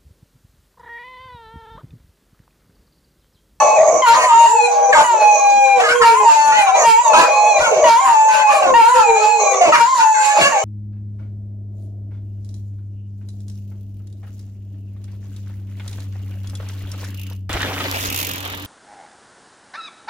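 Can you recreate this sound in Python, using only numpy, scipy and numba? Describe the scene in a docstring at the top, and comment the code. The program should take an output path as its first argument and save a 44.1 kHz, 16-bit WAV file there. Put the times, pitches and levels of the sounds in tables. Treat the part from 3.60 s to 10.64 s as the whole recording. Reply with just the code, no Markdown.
"""A small furnished room, close to a handheld phone: several dogs howl together.
A high voice yelps and slides, a second set of high calls joins it and a low voice howls, all as gliding
harmonics. Rough breaks are partials on an erratic pitch; hoarse howls, barked breaths and low thumps of
overload are noise in resonances. The voices echo differently at the phone's two ports, and the loudest
peaks are rounded a little."""
import sys
import numpy as np
from scipy import signal
from scipy.io import wavfile
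from scipy.ndimage import uniform_filter1d
from numba import njit

SR = 44100
rng = np.random.default_rng(int(sys.argv[2]) if len(sys.argv) > 2 else 0)


def unload_wav(signal):
    """Save mono or channel-first audio to the path in sys.argv[1] as 16-bit WAV at rate SR, clipped to [-1, 1]."""
    wavfile.write(
        sys.argv[1],
        SR,
        np.round(np.clip(np.atleast_2d(signal).T, -1, 1) * 32767).astype(np.int16),
    )


def invert_db(level):
    """Linear amplitude ratio for a level in decibels (20 dB per decade), elementwise."""
    return 10 ** (np.asarray(level, dtype=float) / 20)


N = 310464  # length in samples


def high_voice():
    """The leading dog: high calls with a strong fundamental and half-pitch lines that roughen the yelps."""
    # pitch and effort, one list a call: time_s, pitch_hz, fundamental_db
    calls = [
        [(.42, 1063, -16.5), (.478, 926, -8.5), (.53, 930, -11.5), (.578, 1038, -18), (.61, 980, -26),
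         (.67, 1020, -14), (.71, 914, -9), (.86, 925, -8), (.89, 975, -15), (1.07, 800, -15.5),
         (1.15, 825, -15), (1.314, 795, -13.5), (1.33, 790, -22)],
        [(1.44, 983, -19), (1.496, 949, -14), (1.58, 853.4, -13), (1.862, 814, -13), (2.168, 801, -12),
         (2.21, 737, -13)],
        [(2.43, 961, -14.5), (2.462, 920, -6), (2.525, 915, -12.5), (2.59, 1075, -15), (2.64, 990, -17),
         (2.664, 925, -7.5), (2.74, 890, -11.5), (2.97, 866, -12.5), (3.03, 800, -16), (3.125, 745, -11.5),
         (3.156, 810, -13), (3.17, 800, -34)],
        [(3.235, 930, -17), (3.253, 930, -9), (3.347, 896, -9.5), (3.431, 990, -16), (3.491, 877, -10),
         (3.555, 835, -15), (3.6, 850, -26.5), (3.639, 816, -17), (3.879, 848.6, -14), (3.981, 807, -16.5),
         (4.0, 780, -24)],
        [(4.24, 980, -13), (4.3, 918, -9), (4.35, 911, -12), (4.41, 1087, -14.5), (4.45, 1059, -15),
         (4.5, 921, -10.5), (4.56, 880, -12), (4.816, 867, -11.5), (4.868, 847.5, -13), (5.032, 765.5, -17.5),
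         (5.08, 683, -19)],
        [(5.138, 900, -11.5), (5.16, 951.4, -9), (5.237, 885, -10.5), (5.323, 1015, -12), (5.4, 890, -10),
         (5.463, 818, -16), (5.53, 785, -14.5), (5.58, 815, -17), (5.61, 830, -23), (5.647, 856.7, -13.5),
         (5.827, 825, -21.5), (5.87, 804, -16), (5.95, 790, -23.5)],
        [(6.12, 929, -17), (6.158, 960, -9.5), (6.176, 938, -22), (6.212, 930, -6.5), (6.244, 928, -13.5),
         (6.3, 1072, -16.5), (6.368, 1004, -15.5), (6.396, 912, -11.5), (6.486, 875, -13), (6.756, 827, -19.5),
         (6.78, 855, -5)],
        [(6.92, 951, -19.5), (6.978, 768, -14.5), (7.04, 864, -44)],
    ]
    # how pressed each call is, added to the lift of its mouth resonance: press_db
    press = [-23.5, 1.5, 2, 5, 1.5, 4, -3, -12]
    # overtones and mouth: second_db and third_db re fundamental, mouth_hz, width_hz, lift_db
    mouth = (-27, -30, 2455, 167, 19.5)
    return voice(calls, press, mouth, yelps=True, wobble=0.00423, shimmer_db=1.0, fall_db=-4.0,
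                 pan_db=(.3, 5.0), lead=-0.72)


def second_voice():
    """Short high calls and yelp openings, some overlapping the other calls, without half-pitch lines."""
    # pitch and effort, one list a call: time_s, pitch_hz, fundamental_db
    calls = [
        [(0.0, 866, -16), (.164, 850.6, -17.5), (.21, 680, -16)],
        [(.86, 950, -12), (.9, 896.5, -18), (1.07, 814, -13.5), (1.13, 570, -42)],
        [(2.354, 1072, -18.5), (2.4, 1065, -16), (2.44, 995, -23.5)],
        [(2.6, 837, -18.5), (2.648, 832, -20.5), (2.68, 835, -39)],
        [(4.41, 758, -23), (4.45, 792, -13), (4.5, 774, -23)],
    ]
    # how pressed each call is, added to the lift of its mouth resonance: press_db
    press = [0, 0.5, 1, -7.5, -11]
    # overtones and mouth: second_db and third_db re fundamental, mouth_hz, width_hz, lift_db
    mouth = (-31.5, -30, 2486, 153, 24)
    return voice(calls, press, mouth, yelps=False, wobble=0.00383, shimmer_db=0.43, fall_db=-1.6,
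                 pan_db=(3.0, 8.0), lead=0.15)


def low_voice():
    """The low dog: long notes whose level wavers more than that of the high voices."""
    # pitch and effort, one list a call: time_s, pitch_hz, fundamental_db
    calls = [
        [(.68, 399, -34.5), (.844, 401.5, -49.5), (.968, 478, -25), (1.12, 488, -26), (1.2, 478, -33),
         (1.308, 500, -21.5), (1.33, 490, -38.5)],
        [(1.47, 382, -47), (1.544, 368, -36), (1.65, 485.6, -40), (1.79, 500, -52), (1.894, 552, -36),
         (2.12, 519, -20.5), (2.24, 467.2, -23), (2.382, 488.7, -9.5), (2.452, 460, -32), (2.62, 424, -23.5),
         (2.66, 420, -31)],
        [(4.75, 574.4, -39), (5.05, 553, -29.5), (5.126, 513.6, -15), (5.19, 465, -42), (5.38, 512, -21.5),
         (5.52, 453, -23), (5.62, 428, -26.5), (5.73, 473.7, -23.5), (5.82, 418, -24.5), (5.894, 387.3, -31),
         (6.02, 393.2, -29), (6.05, 365, -53)],
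    ]
    # how pressed each call is, added to the lift of its mouth resonance: press_db
    press = [-11, -10, 0]
    # overtones and mouth: second_db and third_db re fundamental, mouth_hz, width_hz, lift_db
    mouth = (-17.5, -25, 889, 67.5, 19)
    return voice(calls, press, mouth, yelps=False, wobble=0.00458, shimmer_db=4.9, fall_db=-6.5,
                 pan_db=(-.4, 1.5), lead=0.031)


def voice(calls, press, mouth, yelps, wobble, shimmer_db, fall_db, pan_db, lead):
    """Harmonics on a slightly unsteady pitch; above the third they fall by a rule.

    pan_db: lean between the ports, low lines and overtones; lead: phase between the ports in rad.
    """
    out, drift, shimmer = np.zeros((2, N)), walk(60), walk(35)
    waver = [walk(25) for _ in range(3)]
    for rows, press_db in zip(calls, press):
        i = np.arange(int(rows[0][0] * SR), min(int(rows[-1][0] * SR), N))
        hz, first = columns(rows, i / SR)
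        hz = uniform_filter1d(hz, size=SR // 40, mode="nearest")
        age, left = (i - i[0]) / SR, (i[-1] - i) / SR
        second, third, half = overtones(hz, first, age, left, mouth, press_db)
        phase = 2 * np.pi * np.cumsum(hz * (1 + wobble * drift[i])) / SR
        lines = [(1, first), (2, second), (3, third)]
        # a pressed throat lifts the odd overtones with the third; a loud one lifts them all
        for k in range(4, 13):
            pressed = third - 15.0 - 17.0 * (k % 2 == 0)
            base = np.maximum(pressed, first - 43.0)
            lines.append((k, base + fall_db * (k - 5) + 4.8 * waver[k % 3][i]))
        # alternating strong and weak cycles put lines between the harmonics
        if yelps:
            for k in range(14):
                slope = 8.63 * abs(np.log2(k + 1 / 3))
                lines.append((k + .5, half - slope + 4.7 * waver[k % 3][i]))
        fade = np.clip(np.minimum(i - i[0], i[-1] - i) / (0.0024 * SR), 0, 1)
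        edge = fade * invert_db(shimmer_db * shimmer[i])
        for k, db in lines:
            size = np.sqrt(2) * invert_db(db) * edge * (k * hz < .3 * SR)
            start = 2 * np.pi * rng.random()
            # the overtones beam toward one port more than the fundamental does
            lean = np.tanh(pan_db[int(k > 1.5)] * np.log(10) / 40)
            sine = np.sin(k * phase + start)
            side = lean * sine + np.tan(lead / 2) * np.cos(k * phase + start)
            out[:, i] += size * np.array([sine + side, sine - side])
    return out


def overtones(hz, first, age, left, mouth, press_db):
    """Levels of the 2nd and 3rd harmonics and the half-pitch lines, from pitch, effort and age of the call."""
    second_db, third_db, mouth_hz, width, lift_db = mouth
    bite = 20 * np.exp(-age / .045)  # dB: overtones lifted as a call opens

    def lift(order, wide):
        distance = (order * hz - mouth_hz) / (wide * width)
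        return np.maximum(bite, (lift_db + press_db) * np.exp(-distance ** 2))

    # half-pitch lines peak early in the call and grow with effort
    peak_s, spread_s = 0.078, 0.082
    yelp = -18.5 + 2.5 * (first + 9) - 10 * ((age - peak_s) / spread_s) ** 2
    # they come back as the call ends, and nearly vanish between
    crack = -21 - 10 * left / 0.014
    half = np.maximum(np.maximum(yelp, crack), -54)
    # at high pitch the mouth opens, so its resonance reaches further down for the 2nd harmonic
    second = first + second_db + lift(order=2, wide=2.05)
    third = first + third_db + lift(order=3, wide=1)
    return second, third, half


def breaks():
    """Folds lose their beat: partials of an erratic pitch flicker under a mouth resonance, with a sudden start."""
    # rough breaks: start_s, end_s, drive_db (before mouth shaping), start_pitch_hz, end_pitch_hz, mouth_hz
    rough = [(0.461, 0.674, -21, 311, 320, 1080), (0.682, 0.828, -27.5, 426.4, 434, 1250),
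             (0.82, 0.874, -30, 452, 445, 1600), (1.325, 1.36, -15, 563, 490, 1580),
             (1.348, 1.44, -15.5, 305.3, 309.4, 990), (2.197, 2.243, -19, 338, 431, 1310),
             (2.234, 2.299, -19, 392.6, 432.6, 1400), (2.285, 2.345, -16.5, 750, 825, 1540),
             (2.414, 2.458, -20.5, 433, 445, 1680), (2.685, 2.951, -29.5, 300.4, 290, 1110),
             (2.919, 3.041, -22, 474.6, 498.6, 1500), (3.065, 3.127, -24.5, 334, 329, 1240),
             (3.145, 3.256, -26.5, 325, 302, 1085), (3.531, 3.66, -15.5, 328, 330.2, 915),
             (3.998, 4.104, -20, 506.5, 433, 1014), (4.109, 4.221, -21.5, 463, 319.4, 574),
             (4.469, 4.65, -32.5, 302.7, 291.7, 1130), (4.682, 4.848, -26.5, 524.6, 522.7, 1360),
             (4.865, 5.01, -26.5, 562, 563.4, 1150), (5.022, 5.123, -24, 404, 335.3, 855),
             (5.348, 5.432, -26, 449, 417, 1260), (5.556, 5.652, -27, 401.6, 410.4, 1090),
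             (5.797, 6.01, -31.5, 391.4, 371, 840), (6.008, 6.119, -18, 349.6, 282, 700),
             (6.122, 6.181, -17.5, 619, 513, 1630), (6.396, 6.457, -18, 443, 533, 910),
             (6.541, 6.756, -26.5, 516.3, 546.7, 1500), (6.767, 6.824, -17.5, 501, 607, 794),
             (6.809, 6.902, -13, 538.4, 580, 1105), (6.913, 7.06, -27.5, 562, 567, 1000)]
    mouth_octaves = 0.53  # width of the mouth resonance
    tail_db, tilt_db = -5, -7  # level outside the resonance, and its change per octave
    upper_hz, upper_width_hz, upper_db = 2600, 350, -12  # second, fixed mouth resonance
    out, slow, quick = np.zeros((2, N)), walk(35), walk(300)
    flicker = [walk(28) for _ in range(8)]
    for t0, t1, db, hz0, hz1, mouth_hz in rough:
        # soft breaks keep their pitch, louder ones lose it
        chaos = np.clip(0.22 * (db + 29), 0, .33)
        i = np.arange(int(t0 * SR), min(int(t1 * SR), N))
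        glide = np.linspace(hz0, hz1, len(i))
        hz = glide * np.exp(chaos * (.08 * slow[i] + 0.0772 * quick[i]))
        phase = 2 * np.pi * np.cumsum(hz) / SR
        edge = np.clip(np.minimum((i - i[0]) / 0.0044, (i[-1] - i) / 0.026) / SR, 0, 1)
        starts = 2 * np.pi * rng.random(30)
        for k in range(1, 30):
            octaves = np.log2(k * hz / mouth_hz)
            shape = np.exp(-(octaves / mouth_octaves) ** 2) + invert_db(tail_db + tilt_db * np.abs(octaves))
            shape += invert_db(upper_db) * np.exp(-((k * hz - upper_hz) / upper_width_hz) ** 2)
            # the small head radiates little below the throat's first resonance
            shape *= np.clip(k * hz / 480, 0, 1) ** 2.9
            size = invert_db(db + 4.4 * flicker[k % 8][i]) * shape * edge * (k * hz < .25 * SR)
            # higher partials reach the two ports further out of step
            lag = np.array([[-1], [1]]) * 0.00047 * k * hz
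            out[:, i] += size * np.sin(k * phase + starts[k] + lag)
    return out


def rasp(t):
    """Hoarse howls: turbulent breath in narrow throat resonances, with two bands of hiss from the teeth."""
    # hoarse howls, levels before the gains below: start_s, end_s, throat_db, hiss_db
    howls = [(0.0, 0.409, -15, -28.5), (0.562, 0.667, -19, -33), (0.803, 0.855, -27, -36),
             (1.129, 1.31, -25.5, -32.5), (1.345, 1.427, -16, -37), (1.534, 1.912, -24.5, -33.5),
             (2.18, 2.31, -26.5, -40.5), (2.636, 3.11, -31, -37), (3.175, 3.236, -15.5, -25),
             (3.465, 3.647, -20.5, -33.5), (3.686, 4.053, -19.5, -33.5), (4.065, 4.286, -18, -30),
             (4.54, 4.827, -29.5, -36), (4.926, 5.11, -20, -42.5), (5.585, 5.677, -28, -36),
             (5.807, 6.095, -19.5, -31), (6.538, 6.74, -38.5, -33), (6.765, 7.04, -23, -35)]
    # throat resonances: centre_hz, width_hz (of each pass), relative_db
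    throat_modes = [(488.3, 28.3, -6.5), (516, 25.6, -4), (626.2, 69.4, 5), (674, 35, -6),
                    (727.6, 38, -5.5), (832, 66, -7.5), (1073.6, 30, -6.5), (1116, 54, -2.5),
                    (2242, 110, -13.5)]
    # lower hiss resonances: centre_hz, width_hz (of each pass), relative_db
    hiss_modes = [(6034, 290, 11.5), (6285, 320, 9), (6565, 160, 13.5)]
    # upper hiss resonances: centre_hz, width_hz (of each pass), relative_db
    upper_modes = [(6926, 240, 12.5), (7283, 510, 13.5)]
    # course of the upper hiss, before the gain below: time_s, level_db
    upper_course = [(0.0, -41), (.45, -38), (.8, -33.5), (1.02, -34), (1.25, -50.5), (1.4, -32.5),
                    (1.66, -42.5), (2.0, -40.5), (2.3, -40.5), (2.74, -31), (3.12, -44.5), (3.2, -30),
                    (3.3, -38.5), (4.1, -40), (4.55, -34), (5.14, -41), (5.65, -33), (6.06, -39.5),
                    (6.7, -29.5), (7.04, -41.5)]
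    start, end, throat_top, hiss_top = np.transpose(howls)
    rise, fall = 410, 500  # dB per s
    throat_db = bursts(t, start, end, throat_top, rise, fall, rest_db=-43)
    hiss_db = bursts(t, start, end, hiss_top, rise, fall, rest_db=-41.5)
    upper_db, = columns(upper_course, t)
    throat = [tract(rng.standard_normal(N), throat_modes, patchy_db=3.5) for _ in range(2)]
    out = invert_db(throat_db + 3.0) * ports(throat, 0.77)
    port_db = np.array([[-2.5], [2.5]])
    for db, modes in ((hiss_db, hiss_modes), (upper_db, upper_modes)):
        hiss = [tract(rng.standard_normal(N), modes, patchy_db=3.5) for _ in range(2)]
        out += invert_db(db + 5.5 + port_db + 0.94 * walk(22)) * ports(hiss, 0.018)
    return out


def barks(t):
    """Barked breath in irregular puffs under the voices, and low thumps of overload from the same gated noise."""
    # barked breaths and thumps, levels before the gains below: time_s, mouth_db, low_thump_db
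    breaths = [(.35, -56, -35.5), (0.551, -34, -36), (.85, -39.5, -45), (1.41, -37, -40.5),
               (1.62, -44, -70), (2.209, -42.5, -57), (2.301, -35.5, -40.5), (2.47, -33.5, -49),
               (2.71, -38, -54), (2.88, -42.5, -39.5), (3.02, -38, -70), (3.29, -34.5, -34.5),
               (3.588, -33, -32), (4.02, -40.5, -37.5), (4.18, -44, -39), (4.29, -33, -38.5),
               (4.47, -35, -45.5), (4.75, -35.5, -67), (4.93, -36.5, -69.5), (5.08, -55, -29.5),
               (5.219, -34.5, -42.5), (5.37, -34, -37.5), (5.65, -42, -59), (6.08, -42.5, -31),
               (6.181, -35, -35.5), (6.391, -35, -44), (6.65, -36.5, -70), (6.82, -31.5, -32.5)]
    # mouth resonances: centre_hz, width_hz (of each pass), relative_db
    mouth_modes = [(1500, 860, 14.5), (2530, 580, 13), (4230, 2600, 13), (8670, 3800, 7)]
    low_modes = [(40, 150, -13.5), (179, 147, -4.5), (320, 290, 2.0)]  # same columns
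    s, mouth_top, thump_top = np.transpose(breaths)
    # rise and fall in dB per s
    mouth_db = bursts(t, s, s, mouth_top, rise=210, fall=100, rest_db=-52.5)
    thump_db = bursts(t, s, s, thump_top, rise=420, fall=208, rest_db=-64)
    puff_hz = 239.2 * invert_db(1.9 * walk(90))
    puff_age = np.cumsum(puff_hz) / SR % 1  # fraction of a puff
    gate = np.exp(-puff_age / 1.1)
    air = [gate * rng.standard_normal(N) for _ in range(2)]
    mouth = ports([tract(a, mouth_modes, patchy_db=4.5) for a in air], 0.42)
    mouth *= invert_db(np.array([[-1.5], [1.5]]))
    thump = ports([tract(a, low_modes, patchy_db=5.5) for a in air], 0.56)
    thump *= invert_db(np.array([[1.0], [-1.0]]))
    return invert_db(mouth_db + 12.5) * mouth + invert_db(thump_db + 10.0) * thump


def room(x):
    """Dense decaying echoes, different at each port and duller than the direct sound."""
    t60_s = 0.24  # time to decay by 60 dB
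    t = np.arange(int(.4 * SR)) / SR
    tails = rng.standard_normal((2, len(t))) * 1000. ** (-t / t60_s) * (t > .006)
    tails = signal.lfilter([1], [1, -.6], tails)
    tails /= np.sqrt(np.sum(tails ** 2, axis=1, keepdims=True))
    return signal.fftconvolve(x.mean(axis=0, keepdims=True), tails, axes=1)[:, :N]


def tract(x, modes, patchy_db=0):
    """Resonances side by side, each applied twice so the valleys stay dark, each flickering alone."""
    total = 0
    for hz, width, db in modes:
        once = svf(x, 1. * hz, 1. * width)
        band = unit(svf(once, 1. * hz, 1. * width))
        total = total + invert_db(db + patchy_db * walk(18)) * band
    return unit(total)


@njit
def svf(x, hz, width):
    """State-variable band-pass, gain 1 at the centre."""
    y, band, low = np.empty(len(x)), 0., 0.
    g, k = np.tan(np.pi * hz / SR), width / hz
    for i in range(len(x)):
        v = (band + g * (x[i] - low)) / (1 + g * (g + k))
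        band = 2 * v - band
        low = low + 2 * g * v
        y[i] = k * v
    return y


def ports(x, alike):
    """Two channels from a pair of unrelated sounds, the second sharing part of the first."""
    share = np.clip(alike, 0, 1)
    return np.array([x[0], share * x[0] + np.sqrt(1 - share ** 2) * x[1]])


def bursts(t, start, end, db, rise, fall, rest_db):
    """Level in dB of sounds that climb to db, hold from start to end and sink again, over a resting level."""
    level = np.full(len(t), 1. * rest_db)
    for t0, t1, top in zip(start, end, db):
        burst = top - rise * np.clip(t0 - t, 0, None) - fall * np.clip(t - t1, 0, None)
        level = np.maximum(level, burst)
    return level


def walk(rate):
    """Random levels held 1 / rate s and slewed twice; spread near 1."""
    k = int(SR / rate)
    held = np.repeat(rng.standard_normal(N // k + 1), k)
    return 1.5 * uniform_filter1d(uniform_filter1d(held, k), k)[:N]


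def columns(rows, t):
    """The columns of a curve table at times t."""
    s, *cols = np.transpose(rows)
    return [np.interp(t, s, c) for c in cols]


def unit(x):
    """Scale to rms 1."""
    return x / np.sqrt(np.mean(x ** 2))


def scene():
    """All the dogs, and the room ringing with their voices and breaks."""
    t = np.arange(N) / SR
    clear = high_voice() + second_voice() + low_voice() + breaks()
    return clear + invert_db(-6.5) * room(clear) + rasp(t) + barks(t)


def band_limit(x):
    """A steep low-pass at the top of the band."""
    return signal.sosfilt(signal.butter(12, 14340, fs=SR, output="sos"), x)


def record(dry):
    """The phone rounds the loudest peaks and cuts the top."""
    soft = .92 * np.tanh(dry / .92)
    top_cut = signal.ellip(8, .2, 70, 14400, fs=SR, output="sos")  # low-pass edge in Hz
    mix = signal.sosfilt(top_cut, soft)
    return band_limit(mix)


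dry = scene()
out = record(dry)
unload_wav(out)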